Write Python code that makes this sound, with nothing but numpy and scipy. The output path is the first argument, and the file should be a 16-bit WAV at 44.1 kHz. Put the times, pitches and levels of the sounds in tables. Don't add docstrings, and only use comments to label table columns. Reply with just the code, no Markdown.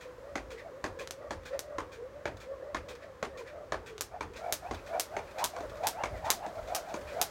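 import sys
import numpy as np
from scipy import signal
from scipy.fft import rfft, irfft
from scipy.io import wavfile
from scipy.ndimage import uniform_filter1d

SR = 44100
rng = np.random.default_rng(int(sys.argv[2]) if len(sys.argv) > 2 else 0)


def file_out(sig):
    cols = np.atleast_2d(sig).T
    lim = np.clip(cols, -1, 1)
    pcm = np.round(lim * 32767).astype(np.int16)
    wavfile.write(sys.argv[1], SR, pcm)


N = 321930
TIME = np.arange(N) / SR

# t/s, strength/dB, tilt above 4 kHz/(dB per decade), scattered share/dB
ROPE_HITS = [(1.0747, -17, -24, -11.5), (1.109, -13, -10, -7), (1.5926, -10.5, -4, -7),
             (3.9806, -21, -35, -4.5), (4.0094, -7, 3.5, -3.5), (4.525, -3.5, 8, -2.5),
             (4.9977, -4, 4.5, -2), (5.4418, -4, 6, -1), (5.8705, -3.5, 7, -1.5), (6.3035, 2.5, 5.5, -3.5),
             (6.749, -9.5, 5.5, 3), (7.2151, -0.5, 8, -3)]
# t/s, slap/dB, thud/dB, grit/dB, rumble/dB, rumble lag/s
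FOOTFALLS = [(0.355, -23, -41, -45, -49.5, .07), (0.841, -23.5, -40, -44, -51, .05),
             (1.307, -26.5, -42.5, -46.5, -49.5, .05), (1.783, -24.5, -43.5, -46.5, -49.5, 0.03),
             (2.255, -23.5, -40, -47.5, -47.5, 0.063), (2.746, -22.5, -48.5, -44, -50.5, .05),
             (3.227, -22, -41, -45, -55, 0.064), (3.721, -22, -42, -44, -51, 0.065),
             (4.208, -25, -44, -48.5, -48.5, 0.049), (4.71, -29.5, -38.5, -48.5, -47.5, 0.043),
             (5.166, -23.5, -42, -49.5, -50, .01), (5.564, -32.5, -89, -53.5, -55, 0.053),
             (5.605, -39.5, -45.5, -53.5, -49.5, .09), (6.036, -21.5, -45.5, -43.5, -41.5, 0.12),
             (6.463, -34.5, -44.5, -53.5, -50, .16), (6.941, -29, -43, -47, -50, 0.081)]
# f/Hz, level/dB
SCUFF_SPECTRUM = [(300, -3), (1000, -4), (1450, -0.5), (1850, 1.5), (2150, -8), (2450, 5.5), (2850, -17.5),
                  (3400, -3), (5000, -10.5), (6800, -10), (10000, -26), (16000, -25)]
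# delay/s, level/dB
SHOE_REFLECTIONS = [(.0095, -13), (0.0204, -11), (0.0227, -11)]


def swing(sag_octaves=.12, glide_s=.05836, brake_db=-6, brake_lag_s=.06):
    # t/s, f/Hz, level/dB
    pace = [(0, 520.8, -55), (1.5, 530, -53.5), (3.8, 510.6, -56), (4.07, 470.2, -64), (4.33, 440.4, -52),
            (4.6, 521, -60), (5.3, 549.5, -53), (5.5, 559, -56), (5.75, 590, -46), (6.2, 600.9, -48),
            (6.95, 600.4, -49), (7.3, 579.8, -52.5)]
    # t/s, f/Hz, level/dB, length/s, glide/(octaves per s)
    pulls = [(0.092, 500, -47, 0.058, -2), (0.287, 575, -48, 0.099, .5), (0.533, 495, -45, 0.058, -2),
             (0.671, 681, -46, .04, -1), (0.759, 540, -48.5, 0.075, 2), (1.002, 510, -43.5, 0.084, -1),
             (1.221, 595.3, -45.5, 0.15, -1.5), (1.548, 555, -35, .035, 3), (1.731, 595, -42, 0.094, -2),
             (2.041, 520, -42.5, 0.056, 3.5), (2.193, 600, -46, 0.059, .5), (2.52, 545, -38.5, 0.047, 2),
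             (2.679, 585, -43, .11, 1), (2.915, 505, -45.5, 0.073, -3.5), (3.071, 589, -52, .08, -2),
             (3.392, 509.3, -44, .085, -3.5), (3.58, 630, -45, .1, -1.5), (3.931, 440, -47.5, .08, -2),
             (4.153, 720, -40, 0.033, 1), (4.489, 700, -35.5, .07, -1.5), (4.67, 760, -41, .045, 4),
             (4.963, 680, -32, 0.059, 1), (5.145, 720, -42.5, .05, 6), (5.43, 878, -31, .048, 6),
             (5.583, 730, -39, 0.054, 1), (5.655, 579, -41.5, 0.033, -5), (5.86, 840, -31, .05, 8.5),
             (6.016, 870, -37.5, 0.057, 0), (6.14, 677.3, -43.5, 0.053, -3), (6.296, 951.5, -30.5, .05, 5),
             (6.45, 850, -39, .05, 0), (6.588, 650, -38, 0.033, -2), (6.741, 780, -34.5, .06, 4),
             (6.904, 790, -40.5, .055, -1), (6.98, 619.7, -45.5, 0.0408, -2.5),
             (7.198, 716.5, -31.5, 0.059, 5)]
    pace_hz, pace_db = in_time(pace)
    power = from_db(pace_db) ** 2
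    weighted_octaves = power * np.log2(pace_hz)
    braking = from_db(brake_db * sum(swell(s + brake_lag_s, .025, .025) for s, *_ in ROPE_HITS))
    for s, hz, db, length, glide in pulls:
        pull_power = (from_db(db) * braking * swell(s, .58 * length, .44 * length)) ** 2
        progress = np.tanh((TIME - s) / glide_s)
        pull_octaves = np.log2(hz) + glide * glide_s * progress - sag_octaves * progress ** 2
        weighted_octaves += pull_power * pull_octaves
        power += pull_power
    wobble_octaves = .035 * drift(hz=14)
    flutter_db = 1.5 * drift(hz=16)
    return 2 ** (weighted_octaves / power + wobble_octaves), 10 * np.log10(power) + flutter_db


def rope_whistle(pitch, level_db, easy_hz=525, flicker_hz=11):
    # pitch ratio, width/Hz, level/dB, growth/(dB per octave of speed), flicker/dB
    stretches = [(1.0, 18.3, -0.5, -11.5, -1.5), (.92, 41.4, -11, 11.5, 2), (1.08, 54, -9.5, 8.5, 3),
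                 (.74, 57, -19.5, 16, 2), (1.25, 112, -24, 16, 2), (1.6, 150, -28.5, 13, 4),
                 (2.05, 48, -19, -4, 3.5), (2.9, 860, -35, 9, 3), (2.45, 76, -28, -2, 4.5),
                 (3.3, 60, -25.5, 3, 3.5)]
    phase = 2 * np.pi * np.cumsum(pitch) / SR
    speed_octaves = np.log2(pitch / easy_hz)
    tones = 0
    for ratio, width_hz, db, growth, flicker_db in stretches:
        gain = from_db(db + growth * speed_octaves + flicker_db * drift(flicker_hz))
        waver = drift(width_hz) + 1j * drift(width_hz)
        tones += gain * waver * np.exp(1j * ratio * phase)
    loudness = np.sqrt(uniform_filter1d(np.abs(tones) ** 2, size=1300))
    return from_db(level_db) * rms_one(tones.real / loudness)


def thin_whistles(tone_db=-2.0, width_hz=130):
    # t/s, f/Hz, level/dB
    notes = [(0.59, 1920, -52.5), (1.539, 1900, -55.5), (3.03, 1747, -56), (3.48, 1830, -52.5),
             (4.36, 2533, -56), (4.781, 2484, -58), (5.28, 2470, -59.5), (6.17, 1848, -54),
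             (7.09, 2437, -49)]
    # f/Hz, level/dB
    swish_spectrum = [(600, -20), (1700, 1.5), (2400, 1), (2900, -10), (3800, -7.5), (7000, -18),
                      (12000, -30)]
    waver = from_db(tone_db) * (drift(width_hz) + 1j * drift(width_hz))
    swish = colour(rng.standard_normal(N), swish_spectrum)
    out = np.zeros(N)
    for s, hz, db in notes:
        tone = (waver * np.exp(2j * np.pi * hz * TIME)).real
        out += from_db(db) * swell(s, rise_s=.0098, fall_s=.021) * (swish + tone)
    return out


def rope_cracks(skid_db=-8.5, tail_db=.5):
    # f/Hz, level/dB
    crack_spectrum = [(100, -20.5), (400, 1.5), (900, -2), (1500, 1), (2700, -3), (3800, 2.5), (5000, -2),
                      (6300, 3.5), (8500, -5.5), (10500, -5), (12500, -4), (16000, -16)]
    # delay/s, level/dB relative to the scattered share
    reflections = [(.0036, -4), (.0095, -8), (0.0147, -7.5)]
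    out, tail_send = np.zeros(N), np.zeros(N)
    for s, strength_db, tilt_db, scatter_db in ROPE_HITS:
        contact = from_db(skid_db) * burst(rise_s=.0002, t60=.007, grain_db=4)
        contact[0] += 1
        tilted = [(hz, db + tilt_db * np.log10(max(hz / 4000, 1))) for hz, db in crack_spectrum]
        crack = from_db(strength_db) * unit_energy(colour(contact, tilted))
        echoes = [(delay, db + scatter_db) for delay, db in reflections]
        add(out, s, echoed(crack, echoes, wander=.35))
        add(tail_send, s, from_db(scatter_db + tail_db) * crack)
    return out + scatter(tail_send, build_s=.00032)


def landings(slap_gain_db=17, thud_gain_db=31.5, grit_gain_db=26.5, detune=.054, contact_s=.0003):
    # f/Hz, level/dB, t60/s
    sole_modes = [(322, -11.5, 0.03), (476, -14.5, 0.014), (615, -6, 0.023), (877, -8, 0.035),
                  (1024, 1.5, 0.014), (1643, -5, 0.02), (2154, -5, 0.014), (3560, -56, 0.0027)]
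    # f/Hz, level/dB
    thud_spectrum = [(40, -21), (100, -11.5), (190, -10), (310, 1.5), (480, -1), (900, -5), (3000, -63.5)]
    # f/Hz, level/dB
    grit_spectrum = [(1000, -41), (2500, -5), (4000, -1.5), (5000, -7), (6600, -3), (9500, -25.5),
                     (16000, -29)]
    out = np.zeros(N)
    for s, slap_db, thud_db, grit_db, *_ in FOOTFALLS:
        soles = from_db(-13.5) * burst(rise_s=.002, t60=.019, grain_db=9)
        soles[0] += 1
        add(soles, .00274 * rng.uniform(.36, 1.394), from_db([-.5]))
        rings = 0
        for k, (hz, db, t60) in enumerate(sole_modes):
            gain = (-1) ** k * from_db(db + rng.normal())
            rings += gain * ring(soles, hz * np.exp(detune * rng.normal()), t60)
        slap = from_db(slap_db + slap_gain_db) * unit_energy(rings)
        weight = burst(rise_s=.00083, t60=.053, grain_db=.5)
        thud = from_db(thud_db + thud_gain_db) * unit_energy(colour(weight, thud_spectrum))
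        crunch = burst(rise_s=.0001, t60=.025, grain_db=8.5)
        grit = from_db(grit_db + grit_gain_db) * colour(crunch, grit_spectrum)
        add(out, s + contact_s, echoed(slap + thud + grit, SHOE_REFLECTIONS, wander=.13))
    return out


def scuffs(gain_db=22.5, ring_db=-9, lead_s=.012, slip_hz=250, slip_db=2, detune=.09):
    # t/s, relative level/dB
    push_offs = [(0.0161, -44.5), (0.5141, -42.5), (0.9999, -38.5), (1.463, -40.5), (1.928, -45),
                 (2.4114, -44), (2.8942, -40), (3.3831, -42.5), (3.871, -42.5), (4.371, -41), (4.8726, -44),
                 (5.3929, -35), (5.8405, -39), (6.2565, -38), (6.6829, -43.5), (6.8944, -48), (7.13, -48)]
    # f/Hz, level/dB, t60/s
    slip_modes = [(1520, 4.5, .03), (1840, 6.5, 0.04), (2332, -10, 0.034), (3360, -14.5, 0.014)]
    out = np.zeros(N)
    slips = from_db(slip_db * np.clip(drift(slip_hz), -2, 2))
    for s, level_db in push_offs:
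        drag = burst(rise_s=.03, t60=.086, grain_db=6)
        drag = unit_energy(drag * np.roll(slips, -round(s * SR))[:len(drag)])
        rings = sum((-1) ** k * from_db(db) * ring(drag, hz * np.exp(detune * rng.normal()), t60)
                    for k, (hz, db, t60) in enumerate(slip_modes))
        scuff = colour(drag, SCUFF_SPECTRUM) + from_db(ring_db) * unit_energy(rings)
        add(out, s - lead_s, from_db(level_db + gain_db) * echoed(scuff, SHOE_REFLECTIONS, wander=.11))
    return out


def taps(gain_db=18.5):
    # t/s, relative level/dB
    touches = [(1.434, -52), (2.3694, -46), (2.9523, -45.5), (4.3354, -46.5), (4.7445, -37.5),
               (5.3106, -47.5), (5.696, -44.5), (5.7547, -49), (5.77, -47.5), (6.1749, -49), (6.5541, -49),
               (6.6292, -50), (7.0119, -45.5)]
    out = np.zeros(N)
    for s, level_db in touches:
        touch = burst(rise_s=.00018, t60=.045, grain_db=7)
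        add(out, s, from_db(level_db + gain_db) * unit_energy(colour(touch, SCUFF_SPECTRUM)))
    return out


def echoed(sound, echoes, wander):
    out = np.pad(sound, (0, SR // 10))
    for delay, level_db in echoes:
        add(out, delay * (1 + wander * rng.uniform(-.77, 1)), from_db(level_db) * sound)
    return out


def scatter(sound, build_s):
    # f/Hz, t60/s
    passage_decay = [(100, 0.16), (350, 0.35), (1200, 0.18), (4000, 0.19), (12000, .14)]
    edges_hz = np.geomspace(50, 18000, 19)
    white, tail = rng.standard_normal((2, N)), np.zeros(N)
    build = np.exp(-1 / (build_s * SR))
    for k, (low, high) in enumerate(zip(edges_hz, edges_hz[1:])):
        band = signal.butter(2, [low, high], "band", fs=SR, output="sos")
        t60 = at_hz(passage_decay, np.sqrt(low * high))
        decay = from_db(-60 / (t60 * SR)) ** 2
        power = signal.sosfilt(band, sound + 1e-12 * white[0]) ** 2
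        power = signal.lfilter([1 - decay], [1, -decay], power)
        power = signal.lfilter([1 - build], [1, -build], power)
        tail += np.sqrt(power) * rms_one(signal.sosfilt(band, white[k % 2]))
    return tail


def rumble(still_db=-62.5, puff_db=-57.5, puff_s=.031):
    # f/Hz, level/dB
    rumble_spectrum = [(15, -51), (30, -7), (55, 1.5), (90, -3), (130, -13.5), (250, -20), (800, -61)]
    power = from_db(still_db) ** 2
    for s, *_, db, lag in FOOTFALLS:
        power += (from_db(db) * swell(s + lag, rise_s=.036, fall_s=.055)) ** 2
    for s, strength_db, *_ in ROPE_HITS:
        power += (from_db(strength_db + puff_db) * swell(s, puff_s, puff_s)) ** 2
    return np.sqrt(power) * colour(rng.standard_normal(N), rumble_spectrum)


def air(whistle_db, hum_db=-56, follow=.23):
    # t/s, level/dB
    hiss_curve = [(0, -62), (4.1, -84), (4.45, -56.5), (5.5, -54.5), (6.2, -56), (7.3, -51)]
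    # f/Hz, level/dB
    hiss_spectrum = [(300, -2), (900, 2.5), (1500, 0.5), (2500, -12.5), (4000, -13), (6500, -16.5),
                     (10000, -23.5), (16000, -26)]
    # f/Hz, level/dB
    hum_spectrum = [(20, -21), (55, 3), (120, 4), (200, -3), (400, 4.5), (750, -4.5), (1150, -1.5),
                    (1850, -7), (2800, -16), (4200, -19.5), (6500, -22), (10000, -31), (16000, -33)]
    hiss_db = in_time(hiss_curve)[0] + follow * (whistle_db - whistle_db.mean())
    hiss = from_db(hiss_db) * colour(rng.standard_normal(N), hiss_spectrum)
    return hiss + from_db(hum_db) * colour(rng.standard_normal(N), hum_spectrum)


def burst(rise_s, t60, grain_db):
    t = TIME[:SR // 4]
    grains = rng.standard_normal(len(t))
    sizes = from_db(grain_db * np.clip(rng.standard_normal(len(t)), -2, 2))
    return unit_energy(grains * sizes * (1 - np.exp(-t / rise_s)) * from_db(-60 * t / t60))


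def ring(x, hz, t60):
    r, w = from_db(-60 / (t60 * SR)), 2 * np.pi * hz / SR
    return signal.lfilter([0, np.sin(w)], [1, -2 * r * np.cos(w), r * r], x)


def swell(s, rise_s, fall_s):
    t = TIME - s
    return 1 / np.cosh(np.minimum(np.abs(t) / np.where(t < 0, rise_s, fall_s), 50))


def drift(hz):
    slow = signal.sosfilt(signal.butter(2, hz, fs=SR, output="sos"), rng.standard_normal(N + SR))
    return rms_one(slow[SR:])


def colour(x, spectrum, size=8192):
    gains = from_db(at_hz(spectrum, np.fft.rfftfreq(size, 1 / SR)))
    cepstrum = irfft(np.log(gains))
    cepstrum[1:size // 2] *= 2
    cepstrum[size // 2 + 1:] = 0
    impulse = unit_energy(irfft(np.exp(rfft(cepstrum))))
    return signal.fftconvolve(x, impulse)[:len(x)]


def add(track, s, sound):
    start = max(round(s * SR), 0)
    track[start:start + len(sound)] += sound[:max(N - start, 0)]


def in_time(rows):
    s, *columns = np.transpose(rows)
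    return [np.interp(TIME, s, c) for c in columns]


def at_hz(points, hz):
    freqs, values = np.transpose(points)
    return np.interp(np.log(np.maximum(hz, 1)), np.log(freqs), values)


def from_db(db):
    return 10 ** (np.asarray(db) / 20)


def rms_one(x):
    return x / np.sqrt(np.mean(np.abs(x) ** 2) + 1e-20)


def unit_energy(x):
    return x / np.sqrt(np.sum(x ** 2) + 1e-20)


def scene(shoe_tail_db=-4):
    pitch, whistle_db = swing()
    rope = rope_whistle(pitch, whistle_db) + thin_whistles() + rope_cracks()
    shoes = landings() + scuffs() + taps()
    shoe_tail = from_db(shoe_tail_db) * scatter(shoes, build_s=.0011)
    return (rope + shoes + shoe_tail + rumble() + air(whistle_db))[None]


def record(dry, low_cut_hz=35, high_cut_hz=16100):
    thinned = signal.sosfilt(signal.butter(2, low_cut_hz, "high", fs=SR, output="sos"), dry)
    return signal.sosfilt(signal.ellip(10, .1, 80, high_cut_hz, fs=SR, output="sos"), thinned)


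dry = scene()
out = record(dry)
file_out(out)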